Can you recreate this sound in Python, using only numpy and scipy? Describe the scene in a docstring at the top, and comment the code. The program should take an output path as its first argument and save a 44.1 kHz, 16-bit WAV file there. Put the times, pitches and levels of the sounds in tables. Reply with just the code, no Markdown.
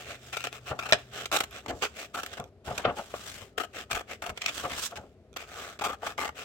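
"""A quiet room with ventilation and a low hum that soon fades; paper and scissors close to the stereo microphone.
The held sheet rustles and the blades rub forward along the cut, over a desk that scatters the sound.
Each closing stroke then bursts fibres in uneven bites, among short bright clicks of blades and crackling paper,
buckles of the stiff sheet and low bumps; early on the blades snap shut hard with two close cracks.
Later the sheet buckles and slides through the fingers as it is turned, and further strokes cut on to the end."""
import sys
import numpy as np
from scipy import signal
from scipy.fft import rfft, irfft, next_fast_len
from scipy.io import wavfile

SR = 44100
rng = np.random.default_rng(int(sys.argv[2]) if len(sys.argv) > 2 else 0)


def transcribe(u):
    """Save the signal u as a 16-bit wav file named by the first command-line argument.

    u: samples, shape (n,) or (channels, n), limited to [-1, 1]; the rate is SR.
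    q: integer samples, one column per channel.
    """
    v = np.clip(np.atleast_2d(u).T, -1, 1)
    q = np.round(v * 32767).astype(np.int16)
    wavfile.write(sys.argv[1], SR, q)


N = 284004
TIME = np.arange(N) / SR  # s
SIZE = next_fast_len(N + SR // 2, True)  # padded transform length
HZ = np.maximum(np.fft.rfftfreq(SIZE, 1 / SR), 1)

# closing strokes, levels before trims: (start [s], end [s], grinding [dB], treble re body [dB],
# low ring of the sheet [Hz], ring of the blades [Hz], crispness [dB], left re right [dB])
STROKES = [(0.33, 0.488, -57, 9, 723, 2380, 2.5, 2.5), (.785, 0.946, -45.5, -5.5, 770, 2500, 3, 2.5),
           (1.313, 1.424, -41, -7, 643, 3780, 10, -1), (1.812, 1.867, -34.5, -3.5, 438, 2580, 1.5, -2.5),
           (2.133, 2.279, -53, -4, 740, 3620, 9.5, -1.5), (3.573, 3.649, -40.5, -6.5, 720, 3200, 6, 5),
           (3.896, 4.01, -45.5, -3.5, 707, 2450, 6, 1.5), (4.221, 4.292, -42.5, -9, 725, 2220, 8, 2.5),
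           (4.406, 4.492, -50, 5.5, 660, 2500, -5, -2), (5.817, 5.946, -39, -13, 820, 3280, 7.5, 1),
           (6.021, 6.124, -45, -15, 715, 3240, 5, -1.5), (6.174, 6.279, -40, -6.5, 920, 2130, 6, 1)]
# forward pushes of the blades along the paper, levels before trims: (start [s], length [s], level [dB],
# treble re level [dB], ring of the paper edge [Hz], left re right [dB])
RUBS = [(-.06, 0.12, -45.5, -2.5, 2630, 0.5), (0.036, 0.15, -42, -6.5, 2570, -0.5),
        (0.175, 0.2, -57, 3, 2600, 0), (0.512, 0.084, -46.5, -2, 2520, 4),
        (0.649, 0.082, -38.5, -5.5, 2600, -0.5), (0.958, 0.078, -52.5, -7, 2580, 0),
        (1.104, .17, -38.5, -5, 2940, -1.5), (1.503, 0.12, -43, -6.5, 2670, -2.5),
        (1.72, 0.21, -74, 17, 7200, -2), (1.932, 0.15, -41, -2, 2480, 1), (2.244, .16, -51, -9, 3220, -3.5),
        (3.723, 0.13, -37.5, -6, 2600, 1.5), (4.07, 0.1, -38.5, -7, 2140, 1),
        (4.353, 0.057, -51, -8, 2190, -6), (5.353, .105, -43, -5.5, 2400, 1.5),
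        (5.437, 0.35, -42.5, -3.5, 1250, 0), (6.006, 0.14, -40.5, -4, 1180, 2.5),
        (6.343, 0.12, -40, -3.5, 2570, 3)]


def from_db(db):
    """Decibels to gain."""
    return 10 ** (np.asarray(db) / 20)


def rms_one(x):
    """Scale to an rms of one."""
    return x / np.sqrt(np.mean(x ** 2) + 1e-20)


def at_hz(points):
    """A short spectrum read on the fine frequency grid, straight lines over log frequency."""
    hz, value = np.transpose(points)
    return np.interp(np.log(HZ), np.log(hz), value)


def edge(x, hz, kind, order=2):
    """Butterworth low- or high-pass."""
    sections = signal.butter(order, min(hz, .45 * SR), kind, fs=SR, output="sos")
    return signal.sosfilt(sections, x + 1e-18)


def resonance(x, hz, width_hz):
    """Two-pole resonance with a gain of one on top."""
    r = np.exp(-np.pi * width_hz / SR)
    feed = np.array([1, 0, -1]) * (1 - r * r) / 2
    return signal.lfilter(feed, [1, -2 * r * np.cos(2 * np.pi * hz / SR), r * r], x + 1e-18)


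def colour(x, gain):
    """Causal (minimum-phase) filter that keeps the power of white noise."""
    cepstrum = irfft(np.log(rms_one(gain) + 1e-5), SIZE)
    # folding the cepstrum onto positive time gives minimum phase
    cepstrum[1:SIZE // 2] *= 2
    cepstrum[SIZE // 2 + 1:] = 0
    return irfft(rfft(x, SIZE) * np.exp(rfft(cepstrum)), SIZE)[..., :N]


def body_and_treble(body, treble, spectrum, split_hz):
    """One colour whose lower and upper parts are driven separately."""
    gain = from_db(at_hz(spectrum))
    lower = 1 / np.sqrt(1 + (HZ / split_hz) ** 10)
    return colour(body, gain * lower) + colour(treble, gain * np.sqrt(1 - lower ** 2))


def grains(per_s, spread_db):
    """Random tiny clicks of uneven size, each with a common and a differing part at the two ports; rms 1."""
    sizes = from_db(spread_db * np.minimum(rng.exponential(1, N), 4))
    struck = rng.random(N) < per_s / SR
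    return rms_one(struck * sizes * rng.standard_normal((2, N)))


def swell(t, rise_s, decay_s):
    """Exponential rise to one at t = 0, then exponential decay."""
    rise = np.minimum(t, 0) / max(rise_s, 1e-4)
    decay = np.maximum(t, 0) / max(decay_s, 1e-4)
    return np.exp(rise - decay)


def ports(x, pan_db=0):
    """The microphone pair: common and differing parts become left and right, alike in the bass, left earlier."""
    # likeness of left and right, held between 0 and .99 below: (frequency [Hz], likeness [1])
    likeness = [(100, 1.5), (600, 12.5), (1300, 0.73), (2600, 0), (4500, -0.28), (12000, 0.18)]
    # balance of the pair: (frequency [Hz], left re right [dB])
    balance = [(100, 2.5), (600, 2), (1200, 3.5), (2600, 1.5), (4500, -6.5), (7500, -4.5), (11000, 0)]
    left_lead_s = .0001
    common, differing = rfft(x, SIZE)
    alike = np.clip(at_hz(likeness), 0, .99)
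    sign = np.array([[1], [-1]])
    pair = np.sqrt((1 + alike) / 2) * common + sign * np.sqrt((1 - alike) / 2) * differing
    pair = pair * from_db(sign * at_hz(balance) / 2)
    pair[1] *= np.exp(-2j * np.pi * HZ * left_lead_s)  # delays the right
    return irfft(pair, SIZE)[:, :N] * from_db(sign * pan_db / 2)


def stick_slip(depth_db, hz):
    """The edges catch and let go, so the force flutters at random below a given rate; rms 1."""
    flutter = rms_one(edge(rng.standard_normal(N), hz, "low"))
    return rms_one(from_db(depth_db * np.tanh(flutter)))


def room(x, wet_db=-25, t60=0.25, early_db=-12, early_t60=0.071, wall_hz=6000):
    """Quick scatter from the desk and the sheet, then a faint, duller tail from the walls."""
    t = TIME[:SR // 2]
    early, late = rng.standard_normal((2, 2, len(t)))
    early = rms_one(early * from_db(-60 * t / early_t60) * (t > .002))
    late = rms_one(edge(late, wall_hz, "low", order=1) * from_db(-60 * t / t60) * (t > .012))
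    response = (from_db(early_db) * early + from_db(wet_db) * late) / np.sqrt(len(t))
    return x + signal.fftconvolve(x, response, axes=1)[:, :N]


def glance(x, delay_s, depth, wander, per_s=7):
    """A reflection off the nearby sheet; its path wanders as the sheet moves, so the colour shifts."""
    knots = np.arange(0, TIME[-1] + 1, 1 / per_s)
    paths = delay_s * np.exp(wander * rng.standard_normal((len(knots), 2)).T)
    echo = [np.interp(TIME - np.interp(TIME, knots, path), TIME, side) for path, side in zip(paths, x)]
    return (x + depth * np.array(echo)) / np.sqrt(1 + depth ** 2)


def background(hum_db=0):
    """Steady ventilation rumble and hiss from filtered noise, with a sine hum at first."""
    # colour of the room tone: (frequency [Hz], relative density [dB per Hz])
    room_tone = [(15, -41), (25, -34), (53, -8.5), (70, -2), (87, -2.5), (170, -14.5), (223, -9.5),
                 (326, -18), (394, -8.5), (545, -18.5), (624, -14), (911, -31.5), (2280, -36.5),
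                 (9070, -51.5), (16000, -60.5)]
    # low hum in the room: (frequency [Hz], rms level [dB])
    low_hum = [(123.8, -57.5)]
    room_tone_db, hum_end_s, hum_fade_s = -56, 1.6, .4
    air = from_db(room_tone_db) * colour(rng.standard_normal((2, N)), from_db(at_hz(room_tone)))
    (hz, level_db), = low_hum
    hum = from_db(level_db + hum_db) * np.clip((hum_end_s - TIME) / hum_fade_s, 0, 1)
    return ports(air) + hum * np.sqrt(2) * np.sin(2 * np.pi * hz * TIME)


def friction(movements, spectrum, per_s, spread_db, body_db, treble_db):
    """Paper fibres catch and slip so densely that they merge into a hiss."""
    body, treble, pan_db = np.zeros((3, N))
    for rows in movements:
        s, level_db, bright_db, side_db = np.transpose(rows)
        moving = np.interp(TIME, [s[0] - .008, s[0], s[-1], s[-1] + 0.015], [0, 1, 1, 0])
        on = moving > 0
        body[on] += moving[on] * from_db(np.interp(TIME[on], s, level_db + body_db))
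        treble[on] += moving[on] * from_db(np.interp(TIME[on], s, level_db + bright_db + treble_db))
        pan_db[on] = np.interp(TIME[on], s, side_db)
    slips = grains(per_s, spread_db)
    return ports(body_and_treble(body * slips, treble * slips, spectrum, split_hz=4430), pan_db)


def holds():
    """While it is held, the sheet creeps evenly against the fingers; then it settles."""
    # faint rustle of the held sheet, before trims: (start [s], end [s], level [dB])
    held = [(0, 2.04, -60), (2.139, 2.34, -57.5), (2.8, 3.38, -56.5), (3.58, 4.88, -68.5),
            (4.89, 4.99, -61), (5.4, 6.44, -67.5)]
    treble_db, release_s, release_db = -3, .15, 12
    return [[(start, db, treble_db, 0),
             (end, db, treble_db, 0),
             (end + release_s, db - release_db, treble_db, 0)]
            for start, end, db in held]


def pushes(count=25):
    """In each push the blades speed up and slow down in a half sine, and the rubbing follows their speed."""
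    speed_power = 1.44  # the rubbing grows with the speed to this power
    phase = (np.arange(count) + .5) / count
    speed_db = 20 * np.log10(np.sin(np.pi * phase))
    return [[(start + length * p, db + speed_power * v, bright_db, side_db) for p, v in zip(phase, speed_db)]
            for start, length, db, bright_db, _, side_db in RUBS]


def edge_ring(x, ring=0.92, ring_width_hz=450):
    """In each movement the blades rub a different length of paper edge, which picks out its own band."""
    out = x.copy()
    for start, length, _, _, hz, _ in RUBS:
        near = slice(max(int(start * SR), 0), int((start + length) * SR))
        out[:, near] += ring * resonance(x[:, near], hz, ring_width_hz)
    return out


def rubbing():
    """Held sheet and pushed blades hiss by friction, ring with the paper edge and flutter."""
    # colour of the rubbing: (frequency [Hz], relative density [dB per Hz])
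    rub_colour = [(60, -19), (250, -9), (450, 1.5), (750, 5), (950, -8.5), (1250, 2.5), (2000, -4),
                  (2700, -3), (3500, -6.5), (4300, -16.5), (6500, -16), (8100, -15.5), (9300, -27.5),
                  (15000, -24.5)]
    hiss = friction(holds() + pushes(), rub_colour, per_s=12000, spread_db=0.5, body_db=-2.0, treble_db=-4.5)
    return edge_ring(hiss) * stick_slip(depth_db=3.5, hz=147.0)


def all_bites(count=12):
    """The big bites, and a run of small ones at uneven gaps through every stroke."""
    # big bites, in a stroke or at a crease, before trims:
    # (time [s], length [s], body [dB], treble re body [dB])
    big_bites = [(0.328, 0.021, -41.5, 4.5), (0.368, 0.0074, -36, 5), (0.441, 0.0015, -31.5, -6),
                 (0.445, 0.0095, -33.5, -1), (0.4684, 0.0042, -31.5, -2), (0.528, 0.0011, -35, -1),
                 (.79, 0.0086, -29, -6), (.833, 0.0055, -33.5, -6.5), (.8563, 0.012, -35, -3),
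                 (0.89, 0.0084, -35.5, -2), (1.2565, 0.003, -35.5, 5.5), (1.3156, 0.0052, -30, -4.5),
                 (1.326, 0.03, -26, -4.5), (1.352, 0.0087, -26.5, -5.5), (1.3635, .009, -24.5, -1.5),
                 (1.3863, 0.0034, -37, 3), (1.4035, 0.0062, -27, -.5), (1.4356, 0.0066, -35, -3.5),
                 (1.661, 0.0021, -34, -6), (1.682, 0.028, -39.5, 0), (1.8225, 0.018, -26, -4),
                 (1.8473, 0.0066, -29, -1), (1.853, 0.0031, -35, -3), (2.143, 0.016, -34.5, -8),
                 (2.168, 0.028, -32.5, -12), (2.198, 0.0059, -34, -7.5), (2.233, 0.0037, -32.5, -3),
                 (2.262, 0.0032, -38.5, -0.5), (2.33, 0.0085, -40, 0.5), (2.3707, 0.013, -37, -7),
                 (2.7787, 0.0037, -31.5, 2), (3.5785, 0.006, -26.5, -5), (3.601, 0.02, -32, -6.5),
                 (3.9116, 0.0095, -34, 3), (3.93, .0016, -36, 5.5), (3.948, 0.015, -33, -2),
                 (3.9673, 0.0087, -29.5, -11), (4.008, 0.0065, -36.5, -9.5), (4.2202, 0.0067, -35.5, -5),
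                 (4.24, 0.0037, -32.5, -10), (4.2625, 0.0028, -31, -5.5), (4.2935, 0.01, -33.5, -8),
                 (4.3746, 0.0036, -39, 3.5), (4.4178, 0.0029, -42, 15.5), (4.441, 0.0052, -41, -1),
                 (4.4608, 0.0023, -41.5, 19), (4.482, 0.013, -39, 8), (4.9572, 0.021, -45, 3.5),
                 (5.3626, .009, -33.5, -3.5), (5.7905, 0.0077, -37, -2.5), (5.8107, .014, -28, -11.5),
                 (5.839, 0.021, -27.5, -6.5), (5.862, 0.012, -28, -11), (5.89, 0.018, -32, -11.5),
                 (5.93, .005, -34, -13), (6.066, 0.0077, -28.5, -8), (6.186, 0.0069, -30, -13),
                 (6.2, 0.021, -31.5, -5.5), (6.223, 0.015, -30.5, -10), (6.247, 0.011, -31, -6),
                 (6.2895, 0.0036, -29.5, -14.5)]
    gap_s, small_s, above_grind_db, spread_db = .022, .003, 5, 2.5
    bites = list(big_bites)
    draws = rng.standard_normal((len(STROKES), 2, count))
    for (start, end, grind_db, bright_db, *_), (gaps, sizes) in zip(STROKES, draws):
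        times = start + gap_s * (np.cumsum(np.exp(0.27 * gaps)) - .5)
        bites += [(s, small_s, grind_db + above_grind_db + spread_db * size, bright_db)
                  for s, size in zip(times, sizes) if s < end]
    return bites


def cutting(rise_s=0.00034, decay_s=0.0028, crack=4.0, ring=1.0, ring_width_hz=80, blade_ring=1.0,
            blade_width_hz=260, body_db=-3.0, treble_db=-.5, grind_db=1.1):
    """The closing blades grind steadily; each bite opens with a crack and goes on as breaking fibres."""
    # colour of the cut: (frequency [Hz], relative density [dB per Hz])
    cut_colour = [(60, -17.5), (200, -14), (350, -2.5), (600, 5), (780, 4), (980, -6), (1300, -1.5),
                  (2050, -8.5), (2600, -6.5), (3500, -10), (4400, -16), (8100, -18), (9300, -31.5),
                  (15000, -28)]
    # the high ring of the sheet sinks with every stroke as the cut flap grows
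    sheet_high_hz, sink_hz_per_stroke = 1368, 16
    force = np.zeros((2, N))  # body, treble
    cracks, pan_db = np.zeros((2, 2, N)), np.zeros(N)
    for start, end, level_db, bright_db, *_, side_db in STROKES:
        closing = np.interp(TIME, [start - .001, start + 0.0092, end - .01, end + 0.0116], [0, 1, 1, 0])
        force += np.outer(from_db(level_db + grind_db + np.array([0, bright_db])), closing)
        pan_db += side_db * closing
    force *= stick_slip(depth_db=5, hz=220)
    for (s, length, level_db, bright_db), signs in zip(all_bites(), rng.choice([-1, 1], size=(256, 2))):
        near = slice(int((s - .005) * SR), int((s + .04) * SR))
        t = TIME[near] - s
        strength = from_db(level_db + np.array([0, bright_db]))
        burst = swell(t - np.clip(t, 0, length), rise_s, decay_s)  # holds full force for its length
        force[:, near] = np.maximum(force[:, near], np.outer(strength, burst))
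        cracks[:, :, int(s * SR)] = crack * np.outer(strength, signs)
    fibres = force[:, None] * grains(per_s=9000, spread_db=1.0)
    body, treble = fibres * stick_slip(depth_db=3.0, hz=454.5) + cracks
    sound = body_and_treble(from_db(body_db) * body, from_db(treble_db) * treble, cut_colour, split_hz=1820)
    # the free lengths of sheet and blade change with every stroke, and so do their resonances
    for k, (start, end, _, _, low_hz, blade_hz, crisp_db, _) in enumerate(STROKES):
        high_hz = sheet_high_hz - sink_hz_per_stroke * k
        part = sound[:, int(start * SR):int((end + .03) * SR)]
        sheet = resonance(part, low_hz, ring_width_hz) + resonance(part, high_hz, ring_width_hz)
        blades = resonance(part, blade_hz, blade_width_hz)
        crisp = (from_db(crisp_db) - 1) * resonance(part, hz=11800, width_hz=6500)
        part += ring * sheet + blade_ring * blades + crisp
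    return ports(sound, pan_db)


def clicking(level_db=-1.0, decay_s=0.00045):
    """Short bright clicks of blades and crackling paper: a brief noise burst excites short resonances."""
    # clicks, before the trim: (time [s], peak [dB], treble [dB])
    clicks = [(0.44, -18.5, -14), (0.528, -25, -12), (0.912, -25, 2), (1.259, -25, 4), (1.51, -34, 7),
              (2.263, -32, 9), (2.4, -26, -11), (2.441, -35.5, -9), (2.779, -22.5, 4), (3.58, -32, 9),
              (4.377, -29, -7), (5.33, -43.5, -12.5), (5.34, -43, -12), (5.371, -21.5, 0), (5.418, -34, -2),
              (6.068, -26, -6.5)]
    # resonances of a click, the last being the treble one: (frequency [Hz], width [Hz], level [dB])
    click_modes = [(1380, 100, -1.5), (2426, 160, 1), (3394, 210, 3), (5800, 370, -2), (7800, 800, -40.5),
                   (11860, 1200, -3.5)]
    out, t = np.zeros((2, N)), TIME[:SR // 30]
    for s, db, treble_db in clicks:
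        burst = rng.standard_normal((2, len(t))) * np.exp(-t / decay_s)
        modes = [from_db(mode_db) * rms_one(resonance(burst, hz, width_hz))
                 for hz, width_hz, mode_db in click_modes]
        click = sum(modes[:-1]) + from_db(treble_db) * modes[-1]
        first = int(s * SR)
        out[:, first:first + len(t)] += from_db(db + level_db) * click / np.abs(click).max()
    return ports(out)


def buckles_and_bumps(dispersion=0.56, puff_cycles=2.84, puff_length=0.93, level_db=3.5):
    """Sheet buckles and low hand or desk bumps: resonances whose high ones die first, with a puff of air."""
    # buckles of the sheet and low bumps of hand or desk, before trims:
    # (time [s], level [dB], rise [s], decay [s], pitch re usual [1])
    movements = [(.716, -31, .0071, 0.021, 1.03), (.928, -28, 0.00054, 0.018, 0.98),
                 (1.706, -34.5, 0.02, 0.018, 0.55), (1.73, -44, 0.0086, 0.029, 0.92),
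                 (2.397, -36, 0.0019, .021, 0.95), (2.682, -33.5, 0.01, 0.019, 1.05),
                 (2.712, -34, 0.011, 0.02, 1), (2.798, -36.5, 0.021, 0.016, 1.3),
                 (2.853, -19.5, .004, 0.0099, 1.01), (2.876, -29.5, 0.015, 0.022, 1.01),
                 (2.9, -29.5, .01, 0.016, 1.01), (2.97, -36.5, 0.002, 0.0079, 1.07),
                 (2.991, -32, 0.0066, 0.015, 1.08), (3.14, -30.5, 0.00017, 0.0079, 0.98),
                 (3.423, -47, 0.0047, 0.022, 0.84), (3.93, -43.5, 0.01, 0.033, 0.98),
                 (4.298, -44, 0.0084, 0.028, 0.84), (4.652, -28, 0.01, 0.015, .95),
                 (4.927, -38.5, 0.0063, 0.012, 0.97), (4.988, -40.5, 0.021, 0.02, 1.1),
                 (5.04, -48, 0.0094, 0.017, 1), (6.034, -34, 0.0067, 0.0078, 1.09)]
    # broad resonances of the bending sheet: (frequency [Hz], width [Hz], relative level [dB])
    sheet_modes = [(408, 280, -5.5), (564, 89, -6.5), (735, 91, -4.5), (1250, 220, -2.5), (1600, 1500, -6),
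                   (2760, 540, -3)]
    # a harder movement is brighter: its top lies at usual_top_hz for a level of top_at_db
    usual_top_hz, top_at_db, db_per_top_octave = 1472, -34, 15
    # a slower one pushes more air: puff re its level at a decay of puff_at_s, gain per doubled decay
    puff_re_db, puff_at_s, puff_doubling_db = -5, 0.021, 14
    out, t = np.zeros((2, N)), TIME[:SR // 3]
    total = np.sqrt(sum(from_db(db) ** 2 for hz, width, db in sheet_modes))
    for s, db, rise_s, decay_s, pitch in movements:
        top_hz = usual_top_hz * 2 ** ((db - top_at_db) / db_per_top_octave)
        puff_db = db + puff_re_db + puff_doubling_db * np.log2(decay_s / puff_at_s)
        first = int((s - .08) * SR)  # leaves time for the rise
        since, wobble = t + first / SR - s, 0
        for usual_hz, width_hz, mode_db in sheet_modes:
            hz = pitch * usual_hz
            wave = resonance(rng.standard_normal((2, len(t))), hz, 2 * width_hz)
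            wave = rms_one(resonance(wave, hz, 2 * width_hz))
            envelope = swell(since, rise_s, decay_s * (800 / hz) ** dispersion)
            wobble = wobble + from_db(mode_db) / total * wave * envelope
        puff_hz = puff_cycles / max(decay_s, .004)  # a slower movement pushes a deeper puff
        puff = edge(rng.standard_normal((2, len(t))), puff_hz, "low")
        puff = rms_one(edge(puff, puff_hz / 3, "high")) * swell(since, rise_s, puff_length * decay_s)
        bend = from_db(db + level_db) * edge(wobble, top_hz, "low", order=2)
        out[:, first:first + len(t)] += bend + from_db(puff_db) * puff
    return ports(out)


def snapping(crack_db=-7, crack_s=0.0019, rattle_db=-16, rattle_s=0.011):
    """The blades meet with a sharp crack, rattle and ring briefly, damped by the hand."""
    # hard contacts of the blades: (time [s], relative level [dB])
    snaps = [(0.9235, -6.5), (0.9317, -7.5)]
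    # ringing of the shut scissors: (frequency [Hz], level re contact [dB], t60 [s])
    blade_modes = [(620, -5, 0.028), (830, -26.5, 0.056), (1430, -17.5, 0.018), (1830, -10.5, 0.028),
                   (2380, -7, 0.023), (2700, -32.5, 0.0093), (3375, -9, .016), (3850, -5, 0.012),
                   (4070, -35.5, 0.0053), (5170, -11.5, 0.013), (6010, -14.5, 0.0083), (7700, -21, 0.0037)]
    # colour of the dense rattle as the blades meet: (frequency [Hz], relative density [dB per Hz])
    clash_colour = [(100, -17), (550, -5), (1000, -17), (1650, 10), (2100, -7), (2600, 5), (3900, -1),
                    (4800, -8), (6500, -10.5), (8200, -12), (9300, -25), (15000, -27.5)]
    clash, rings = np.zeros((2, 2, N))
    t = TIME[:SR // 10]
    for s, db in snaps:
        near = slice(int(s * SR), int(s * SR) + len(t))
        contact = from_db(crack_db) * np.exp(-t / crack_s) + from_db(rattle_db) * np.exp(-t / rattle_s)
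        clash[:, near] += from_db(db) * contact * rng.standard_normal((2, len(t)))
        for hz, mode_db, t60 in blade_modes:
            tone = np.sin(2 * np.pi * (hz * t + rng.random((2, 1))))
            rings[:, near] += from_db(db + mode_db - 60 * t / t60) * tone
    return ports(rings + colour(clash, from_db(at_hz(clash_colour))))


def sliding():
    """The sheet slides through the fingers as it is turned: a friction hiss with a slow flutter."""
    # one curve for each turn, before trims: (time [s], level [dB], treble re level [dB], left re right [dB])
    slides = [
        [(2.65, -60, -5, 7), (2.654, -55.5, -5.5, -1.5), (2.788, -51, -8.5, -4.5), (2.83, -48, -15, 5)],
        [(2.96, -56, 0, 3.5), (2.972, -48, -6.5, 0.5), (3.082, -62, -3, 0), (3.126, -54.5, -5, 2),
         (3.302, -49, -2.5, 3), (3.41, -52.5, -7, 6), (3.498, -73.5, -4, 8), (3.52, -84, -5, 3.0)],
        [(4.5, -42, -12.5, 2), (4.542, -52.5, -1.5, -2), (4.58, -41, -6.5, 1), (4.692, -53.5, -4, 1),
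         (4.704, -39, -14, 2), (4.806, -41.5, -1, 0.5), (4.872, -47, 6.5, -1), (4.896, -64, -4, -2.0),
         (4.91, -52.5, -1, 3.5)],
    ]
    # colour of the sliding: (frequency [Hz], relative density [dB per Hz])
    slide_colour = [(60, 1.5), (250, -3), (600, 4), (900, 0), (1200, 5.5), (2000, 1.5), (3200, 2.6),
                    (4500, -10), (6500, -9), (8200, -8.5), (9300, -18), (15000, -18.5)]
    hiss = friction(slides, slide_colour, per_s=16000, spread_db=3.5, body_db=2.5, treble_db=5.5)
    return hiss * stick_slip(depth_db=4.0, hz=59)


def scene():
    """Scissors and sheet close to the microphone, in the room."""
    handling = glance(rubbing() + sliding(), delay_s=0.000577, depth=0.29, wander=0.349)
    snips = glance(cutting(), delay_s=0.000784, depth=0.47, wander=0.2)
    close = snips + handling + clicking() + buckles_and_bumps() + snapping()
    return room(close) + background()


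def record(dry):
    """The deepest bass is rolled off, full scale limits the peaks, and the top is cut."""
    cutoff_hz = 16100
    limited = np.clip(edge(dry, hz=26, kind="high"), -1, 1)
    return signal.sosfilt(signal.ellip(10, .2, 70, cutoff_hz, fs=SR, output="sos"), limited)


dry = scene()
out = record(dry)
transcribe(out)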